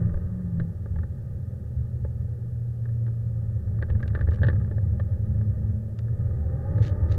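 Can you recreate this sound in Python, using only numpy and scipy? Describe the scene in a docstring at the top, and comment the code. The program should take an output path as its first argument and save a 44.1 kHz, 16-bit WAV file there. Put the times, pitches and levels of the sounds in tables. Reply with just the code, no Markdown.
"""Inside a flat-four rally car on a wet road. It starts on the throttle, the exhaust booming in the
cabin over tyre rumble, then lifts off and the revs sink while bumps knock the loose trim.
Around 4 s the roughest stretch sets the trim chattering and grit ticks against the body.
After 5 s the car pulls away, the engine growls as the throttle opens, and near 7 s puddles
spray the wheel arches."""
import sys
import numpy as np
from scipy import signal
from scipy.fft import rfft, irfft, next_fast_len
from scipy.io import wavfile
from scipy.ndimage import uniform_filter1d, map_coordinates

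SR = 44100
rng = np.random.default_rng(int(sys.argv[2]) if len(sys.argv) > 2 else 0)


def int16_out(signal):
    """Quantize to a 16-bit WAV file."""
    q = np.round(np.clip(np.atleast_2d(signal).T, -1, 1) * 32767)
    wavfile.write(sys.argv[1], SR, q.astype(np.int16))


N = 316638


def amp(db):
    """Decibels to gain."""
    return np.exp(np.asarray(db) * (np.log(10) / 20))


def unit(x):
    """Scale to rms 1."""
    return x / np.sqrt(np.mean(x ** 2) + 1e-20)


def automation(rows):
    """Draw (t/s, value) breakpoints as one value per sample."""
    return np.interp(np.arange(N) / SR, *np.transpose(rows))


def along(points, hz):
    """Read (f/Hz, value) points on a log frequency axis."""
    f, value = np.transpose(points)
    return np.interp(np.log(hz), np.log(f), value)


def swell(s, half_s):
    """A bell-shaped envelope of height 1 around a moment."""
    return np.exp(-((np.arange(N) / SR - s) / half_s) ** 2)


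def wobble(rate):
    """Smooth random modulation, rate knots a second."""
    knots = rng.standard_normal(int(N * rate / SR) + 4)
    coarse = np.arange(0, N + 20, 20)
    smooth = map_coordinates(knots, [coarse * rate / SR])
    return np.interp(np.arange(N), coarse, smooth)


def response(points, size):
    """Minimum-phase impulse response of an EQ curve of (f/Hz, level/dB) points."""
    gain = amp(along(points, np.fft.rfftfreq(size, 1 / SR) + 1))
    cepstrum = irfft(np.log(gain))
    cepstrum[1:size // 2] *= 2
    cepstrum[size // 2 + 1:] = 0
    return irfft(np.exp(rfft(cepstrum)))


def colour(x, points):
    """Pass a sound through a body with this EQ curve."""
    return signal.oaconvolve(x, response(points, size=16384))[:len(x)]


def noise(points):
    """Coloured noise of rms 1."""
    return unit(colour(rng.standard_normal(N), points))


def even(x, seconds):
    """Level out the slow swells of a noise and keep its fast flutter."""
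    power = np.abs(uniform_filter1d(x ** 2, int(seconds * SR / 2) + 1))
    return unit(x / np.sqrt(uniform_filter1d(power, int(seconds * SR) + 1) + 1e-9))


def add(track, s, sound):
    """Mix a sound in at a time."""
    part = track[max(round(s * SR), 0):][:len(sound)]
    part += sound[:len(part)]


def contact(points, scrape, t60):
    """A hit that scrapes in and out of touch, coloured by what is struck; peak 1."""
    t = np.arange(SR // 20) / SR
    force = scrape * rng.standard_normal(len(t)) * amp(-60 * t / t60) * (1 - np.exp(-t / .0012))
    force[round(.0008 * SR)] += 1  # the main transient
    ring = signal.fftconvolve(force, response(points, size=2048))
    return ring / np.abs(ring).max()


# roughness of the ride: t/s, level/dB
ROUGHNESS = [(0, 8), (.35, -6), (.8, -6.5), (1.5, -7), (2.2, -8), (2.8, -10.5), (3.2, -9.5), (3.45, -5),
             (3.65, -2.5), (4.45, 3), (4.75, -1), (5.55, -1), (5.97, -10.5), (6.25, 0.5), (6.65, -2),
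             (7.18, 4)]
# bumps under the wheels: t/s, floor drum swell/dB, rumble swell/dB, body shake swell/dB
BUMPS = [(.04, -10, 0.5, -1), (.15, 2, -11, 8), (.6, -10, 7.5, 10), (.98, 12, 0, 3.5), (1.78, 9.5, 0, -2),
         (2.03, 9.5, -0.5, -0.5), (2.22, 9, 0.5, -4), (3.94, 5.5, 3, 5), (4.26, 8, -6, -3),
         (4.48, 3, 6, 1.5), (4.92, 6.5, 1.5, -2.5), (5.34, 1, 2, 3.5), (5.69, 8, 2.5, -0.5),
         (6.45, 5.5, -7, -1), (6.8, 3.5, 9.5, -2.5), (7.019, 4.5, -3.5, -6)]
def ride():
    """The road surface as level rides in dB: its roughness, and three lanes of swells from the bumps."""
    bumps_db = sum(np.outer(swell_db, swell(s, half_s=.075)) for s, *swell_db in BUMPS)
    return automation(ROUGHNESS), bumps_db


# EQ of the floor drum, cabin rumble, higher air modes and body shake: f/Hz, level/dB
FLOOR_EQ = [(15, -39), (35, -16.5), (54, -17.5), (67, -5.5), (79, 2.5), (90, -3.5), (110, -23.5),
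            (160, -31), (250, -43.5), (900, -110)]
RUMBLE_EQ = [(30, -48), (70, -23.5), (85, -3.5), (95, 2), (110, 3), (127, -1.5), (147, -14), (190, -28),
             (250, -37.5), (900, -110)]
AIR_EQ = [(110, -42.5), (150, -10), (169, 3.5), (187, -7.5), (207, 1), (225, -8), (250, -21), (330, -44.5),
          (900, -100)]
SHAKE_EQ = [(8, -25), (17, -7), (24, 0), (31, -12), (50, -25), (200, -100)]
def road(ride_db, bumps_db):
    """The low bed: tyres drum the floor and drive the cabin's air; the body shakes on its springs."""
    drum_db, rumble_db, shake_db = ride_db + bumps_db
    drum = amp(-30 + drum_db) * even(noise(FLOOR_EQ), seconds=.13)
    rumble = amp(-28 + rumble_db) * even(noise(RUMBLE_EQ), seconds=.1)
    air = amp(-41.5 + .56 * rumble_db) * even(noise(AIR_EQ), seconds=.25)  # swells less than the rumble
    shake = amp(-41.5 + shake_db) * even(noise(SHAKE_EQ), seconds=.32)
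    return drum + rumble + air + shake


# puddle cues: t/s, length/s, level/dB
PUDDLES = [(6.775, .045, -71), (6.816, .075, -53), (7.078, .04, -67), (7.106, .044, -57)]
# EQ of water on the wheel arches: f/Hz, level/dB
WATER_EQ = [(900, -20.5), (1700, 7.5), (2400, -3), (3200, -1), (4200, -2), (5200, -9), (6500, -9.5),
            (8300, -19.5), (9500, -27), (12000, -27), (15000, -46)]
def spray(gain_db=1.5, attack_s=.014, t60=.06):
    """Each puddle throws a short burst of clumped drops into the wheel arches."""
    t = np.arange(N) / SR
    bursts = np.zeros(N)
    for s, length, db in PUDDLES:
        attack = np.clip((t - s) / attack_s, 0, 1)
        release_db = -60 * np.maximum(t - s - length, 0) / t60
        bursts += attack * amp(db + release_db)
    clumps = amp(4.5 * wobble(600))
    return amp(gain_db) * bursts * unit(noise(WATER_EQ) * clumps)


# stone hits: t/s, level/dB
STONES = [(4.0288, -58.5), (4.0784, -48.5), (4.309, -56), (4.3334, -54.5), (4.345, -51.5), (4.3581, -53.5),
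          (4.4703, -50), (5.989, -48)]
# EQ of a stone's tick: f/Hz, level/dB
TICK_EQ = [(500, -14.5), (1000, -0.5), (1700, 11), (2300, 1.5), (2900, 2.5), (4200, -1.5), (5300, -7.5),
           (6500, -10.5), (8500, -16.5), (13000, -37)]
def grit(gain_db=6):
    """Small stones tick against the body."""
    out = np.zeros(N)
    for s, db in STONES:
        add(out, s - .0008, amp(db + gain_db) * contact(TICK_EQ, scrape=.95, t60=.018))
    return out


# modes of the panel behind the trim: f/Hz, level/dB, t60/s
PANEL_MODES = [(238, 12.5, 0.015), (346, 5, 0.028), (434, -1, 0.068), (514, 1, 0.06), (567, 1.5, 0.054),
               (863, -12, 0.1)]
def panel_thud(attack_s=.0015):
    """The heavy panel takes a moment to get moving, then rings out in its damped modes."""
    t = np.arange(SR // 10) / SR
    ring = 0
    for hz, db, t60 in PANEL_MODES:
        decay = amp(db + rng.normal(0, .74) - 60 * t / t60)
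        ring += decay * np.sin(2 * np.pi * (hz * t + rng.random()))
    return ring * (1 - np.exp(-(t / attack_s) ** 2))


# trim knocks: t/s, clack level/dB, thud level/dB
KNOCKS = [(0.094, -49.5, -52), (0.1419, -46, -41), (.172, -53, -39.5), (0.599, -37, -36.5),
          (0.8589, -47.5, -41), (0.9602, -49.5, -38), (.9865, -46, -43.5), (1.0324, -44.5, -41),
          (2.0473, -49, -33.5), (2.8556, -47, -52), (2.888, -55, -53.5), (3.0655, -48.5, -47),
          (3.0797, -50.5, -41.5), (3.8158, -53, -42), (3.8251, -33, -35.5), (3.901, -41, -39.5),
          (4.0033, -44.5, -39), (4.0289, -37.5, -39.5), (4.0568, -49, -40.5), (4.15, -33, -33),
          (4.157, -37.5, -47), (4.1742, -46, -38), (4.1907, -43, -39), (4.2103, -34, -36.5),
          (4.2744, -44.5, -42), (4.2864, -41.5, -34), (4.3189, -40.5, -40), (4.337, -45, -42.5),
          (4.3875, -46, -53), (4.4176, -41, -35.5), (4.4323, -26, -27), (4.4669, -37.5, -38),
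          (4.4845, -28, -28), (4.5298, -43, -39.5), (4.7119, -43.5, -35.5), (4.7813, -44.5, -39.5),
          (4.998, -38, -33), (5.4118, -48, -48), (6.0828, -50, -49), (6.782, -42.5, -30.5)]
def trim_hits(rebound_over_db=-32, rebound_s=.014, loss_db=7.5, chatter_per_s=34):
    """Cue list for the trim: knocks, rebounds of the hard ones, and chatter on the roughest stretch."""
    rebounds = [(s + rebound_s, db - loss_db, thud_db - loss_db)
                for s, db, thud_db in KNOCKS if db > rebound_over_db]
    chatter = []
    for s in np.arange(3.8, 4.7, 1 / chatter_per_s):
        late, accent = rng.standard_normal(2)
        chatter.append((s + late / chatter_per_s / 2, -50.5 + 1.4 * accent, -47 + 1.4 * accent))
    return KNOCKS + rebounds + chatter


# EQ of the trim's clack: f/Hz, hard-hit level/dB, soft-hit level/dB
TRIM_EQ = [(250, -16.5, -13.5), (526, -16.5, -6.5), (705, -31, -19.5), (820, -29, -3), (996, -26, -19.5),
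           (1170, -9.5, 1), (1350, -15.5, -6.5), (1615, 3, -1.5), (1580, 4, 0.5), (1770, 5.5, 2),
           (2080, -20, -19), (2430, -24.5, -26), (2800, -23, -28.5), (3840, -26.5, -30.5),
           (4540, -32.5, -38), (5100, -49, -50.5), (12000, -80, -88.5)]
def loose_trim(soft_db=-44, hard_db=-27):
    """Loose trim clacks and bounces, brighter when hit harder, and the panel behind it thuds."""
    out = np.zeros(N)
    hz, hard_eq, soft_eq = np.transpose(TRIM_EQ)
    for s, db, thud_db in trim_hits():
        hard = np.clip((db - soft_db) / (hard_db - soft_db), 0, 1)
        spot_db = 1.1 * rng.standard_normal(len(hz))  # each hit lands on another spot
        eq = np.c_[hz, hard * hard_eq + (1 - hard) * soft_eq + spot_db]
        add(out, s - .0008, amp(db + 4) * contact(eq, scrape=.61, t60=.02))
        bounce_s = rng.uniform(.0022, .0065)
        add(out, s + bounce_s, amp(db - 7) * contact(eq, scrape=.32, t60=.023))
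        add(out, s - .001, amp(thud_db - 3) * panel_thud())
    return out


# the engine's firing rate: t/s, f/Hz
REVS = [(0, 172), (.15, 169), (.29, 186), (.42, 180), (.58, 167), (.72, 166), (1.0, 158), (1.12, 135),
        (1.7, 122.5), (2.9, 116), (3.8, 111), (4.2, 110), (5.1, 100.5), (5.8, 107.5), (6, 111.5),
        (6.55, 132), (6.9, 148.5), (7.18, 152)]
def firings():
    """Firing rate in Hz, and a running count of firings that wavers slightly with the crank speed."""
    rate = automation(REVS)
    return rate, np.cumsum(rate * (1 + .003 * wobble(25))) / SR


# accent of each of the four firings in a cycle: relative gain
CYLINDERS = [2.2, 2.5, 0.25, 1]
def firing_pulses(count, far_delay_s=.0013):
    """One uneven click per firing; one bank's pulses travel down a longer pipe and arrive late."""
    at = np.flatnonzero(np.diff(np.floor(count)))
    pulses = np.zeros(N)
    pulses[at] = np.resize(CYLINDERS, len(at)) * amp(3.5 * rng.standard_normal(len(at)))
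    far_bank = np.floor(count) % 4 < 2
    return pulses * ~far_bank + np.roll(pulses * far_bank, round(far_delay_s * SR))


# EQ of the cabin's resonances and of the path through the bulkhead: f/Hz, level/dB
CABIN_EQ = [(170, -27.5), (240, -8), (290, -0.5), (380, 4), (440, 0), (510, 4), (600, -1), (680, -16.5),
            (740, -15), (820, -9.5), (890, -14.5), (980, -28.5), (1200, -53.5), (3000, -110)]
BULKHEAD_EQ = [(850, -42.5), (1030, -14), (1130, -6), (1230, 5), (1370, -7.5), (1520, -1.5), (1650, -2.5),
               (1790, 1.5), (1930, -6.5), (2080, -18.5), (2500, -23.5), (5000, -47.5), (9000, -100)]
def roar(count, throttle, ride_db):
    """Firing pulses and tyre noise roar in the cabin and rasp through the bulkhead."""
    roar_db = -50.5 + 4.5 * throttle ** 2 + .5 * ride_db
    rasp_db = -66 + 7 * throttle ** 2 + .5 * ride_db
    pulse_share = .051 + .22 * throttle
    pulses = firing_pulses(count)

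    def through(eq):
        return np.sqrt(pulse_share) * unit(colour(pulses, eq)) + np.sqrt(1 - pulse_share) * noise(eq)
    return amp(roar_db) * through(CABIN_EQ) + amp(rasp_db) * through(BULKHEAD_EQ)


# higher engine orders: multiple of the firing rate, level/dB
ORDERS = [(1.5, 5), (2, -6), (2.5, -7), (3, -3), (3.5, -2.5), (4, -0.5), (4.5, -5), (5, -1), (5.25, -4),
          (5.5, 0.5), (5.75, -3), (6, 6.5), (6.5, -2), (7, -1.5), (8, -0.5), (8.5, -3.5), (9, -4),
          (10, -10), (11, -10), (12, -9.5)]
def growl(count, throttle, coasting_db=-65, throttle_db=20.5):
    """Throttle brings out the higher orders; they flutter and sweep through the cabin's resonances."""
    orders = 0
    for multiple, db in ORDERS:
        flutter_db = 3.2 * wobble(35)
        phase = 2 * np.pi * (multiple * count + rng.random()) + 1.05 * wobble(45)
        orders += amp(db + flutter_db) * np.sin(phase)
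    inside = colour(orders, CABIN_EQ) + amp(-9.5) * colour(orders, BULKHEAD_EQ)
    return amp(coasting_db + throttle_db * throttle) * unit(inside)


# how the cabin's standing waves favour an exhaust note: f/Hz, level/dB
BOOM_EQ = [(100, -32), (105, -27), (110, -33.5), (113.3, -27.5), (115, -25), (117, -30), (118.5, -33.5),
           (123, -32.5), (135, -39), (150, -48), (160, -30.5), (168, -28), (185, -34.5), (200, -47),
           (207, -40.5), (215, -39.5), (222, -55.5), (245, -67.5), (295, -61), (330, -74)]
# brief dips in the exhaust's fundamental: t/s, half width/s, depth/dB
DIPS = [(.19, 0.092, 12), (.83, 0.13, 17.5), (1.1, 0.037, 3), (1.575, 0.09, 3), (3.53, 0.057, 4.5),
        (4.33, 0.13, 13), (4.716, 0.088, 1.5), (6.65, 0.044, 11)]
def exhaust(rate, count, throttle):
    """The firing note and its octave boom as they cross the cabin's standing waves."""
    phase = 2 * np.pi * count
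    cycle = phase / 4
    throb = 1 + .073 * np.sin(cycle) + .05 * np.sin(2 * cycle)  # from the unequal header pipes
    waver_db = .6 * wobble(14)
    dip_db = sum(depth_db * swell(s, half_s) for s, half_s, depth_db in DIPS)
    boom = amp(along(BOOM_EQ, rate) - dip_db) * np.sin(phase)
    octave = amp(along(BOOM_EQ, 2 * rate) - 4 + 10.5 * throttle) * np.sin(2 * phase)
    return np.sqrt(2) * throb * amp(waver_db) * (boom + octave)


# the throttle pedal: t/s, opening/0-1
THROTTLE = [(0, 0.65), (1.1, 0), (3.1, 0.13), (4.2, 0.01), (5.5, .3), (5.95, 0.43), (6.3, .65), (6.7, 0.99),
            (7.18, 1)]
def scene():
    """The mono mix between the seats, driven by revs, throttle and the roughness of the ride."""
    rate, count = firings()
    throttle = automation(THROTTLE)
    ride_db, bumps_db = ride()
    surge = amp(.29 * bumps_db[1])  # the roar follows the bumps' rumble lane
    engine = exhaust(rate, count, throttle) + growl(count, throttle)
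    engine += surge * roar(count, throttle, ride_db)
    return (road(ride_db, bumps_db) + spray() + grit() + loose_trim() + engine)[None]


# EQ of the noise floor: f/Hz, level/dB
HISS_EQ = [(1000, -12), (2400, 1.5), (4000, 0.5), (7000, 0), (13000, 0), (14800, -1), (15700, -5)]
def record(dry, hiss_db=-74, top_hz=15720):
    """A faint steady hiss goes under the mix, then a brick-wall low-pass cuts the top."""
    size = next_fast_len(N + SR // 2)
    spectrum = rfft(dry + amp(hiss_db) * noise(HISS_EQ), size)
    passband = np.fft.rfftfreq(size, 1 / SR) < top_hz
    return irfft(spectrum * passband, size)[:, :N]


dry = scene()
out = record(dry)
int16_out(out)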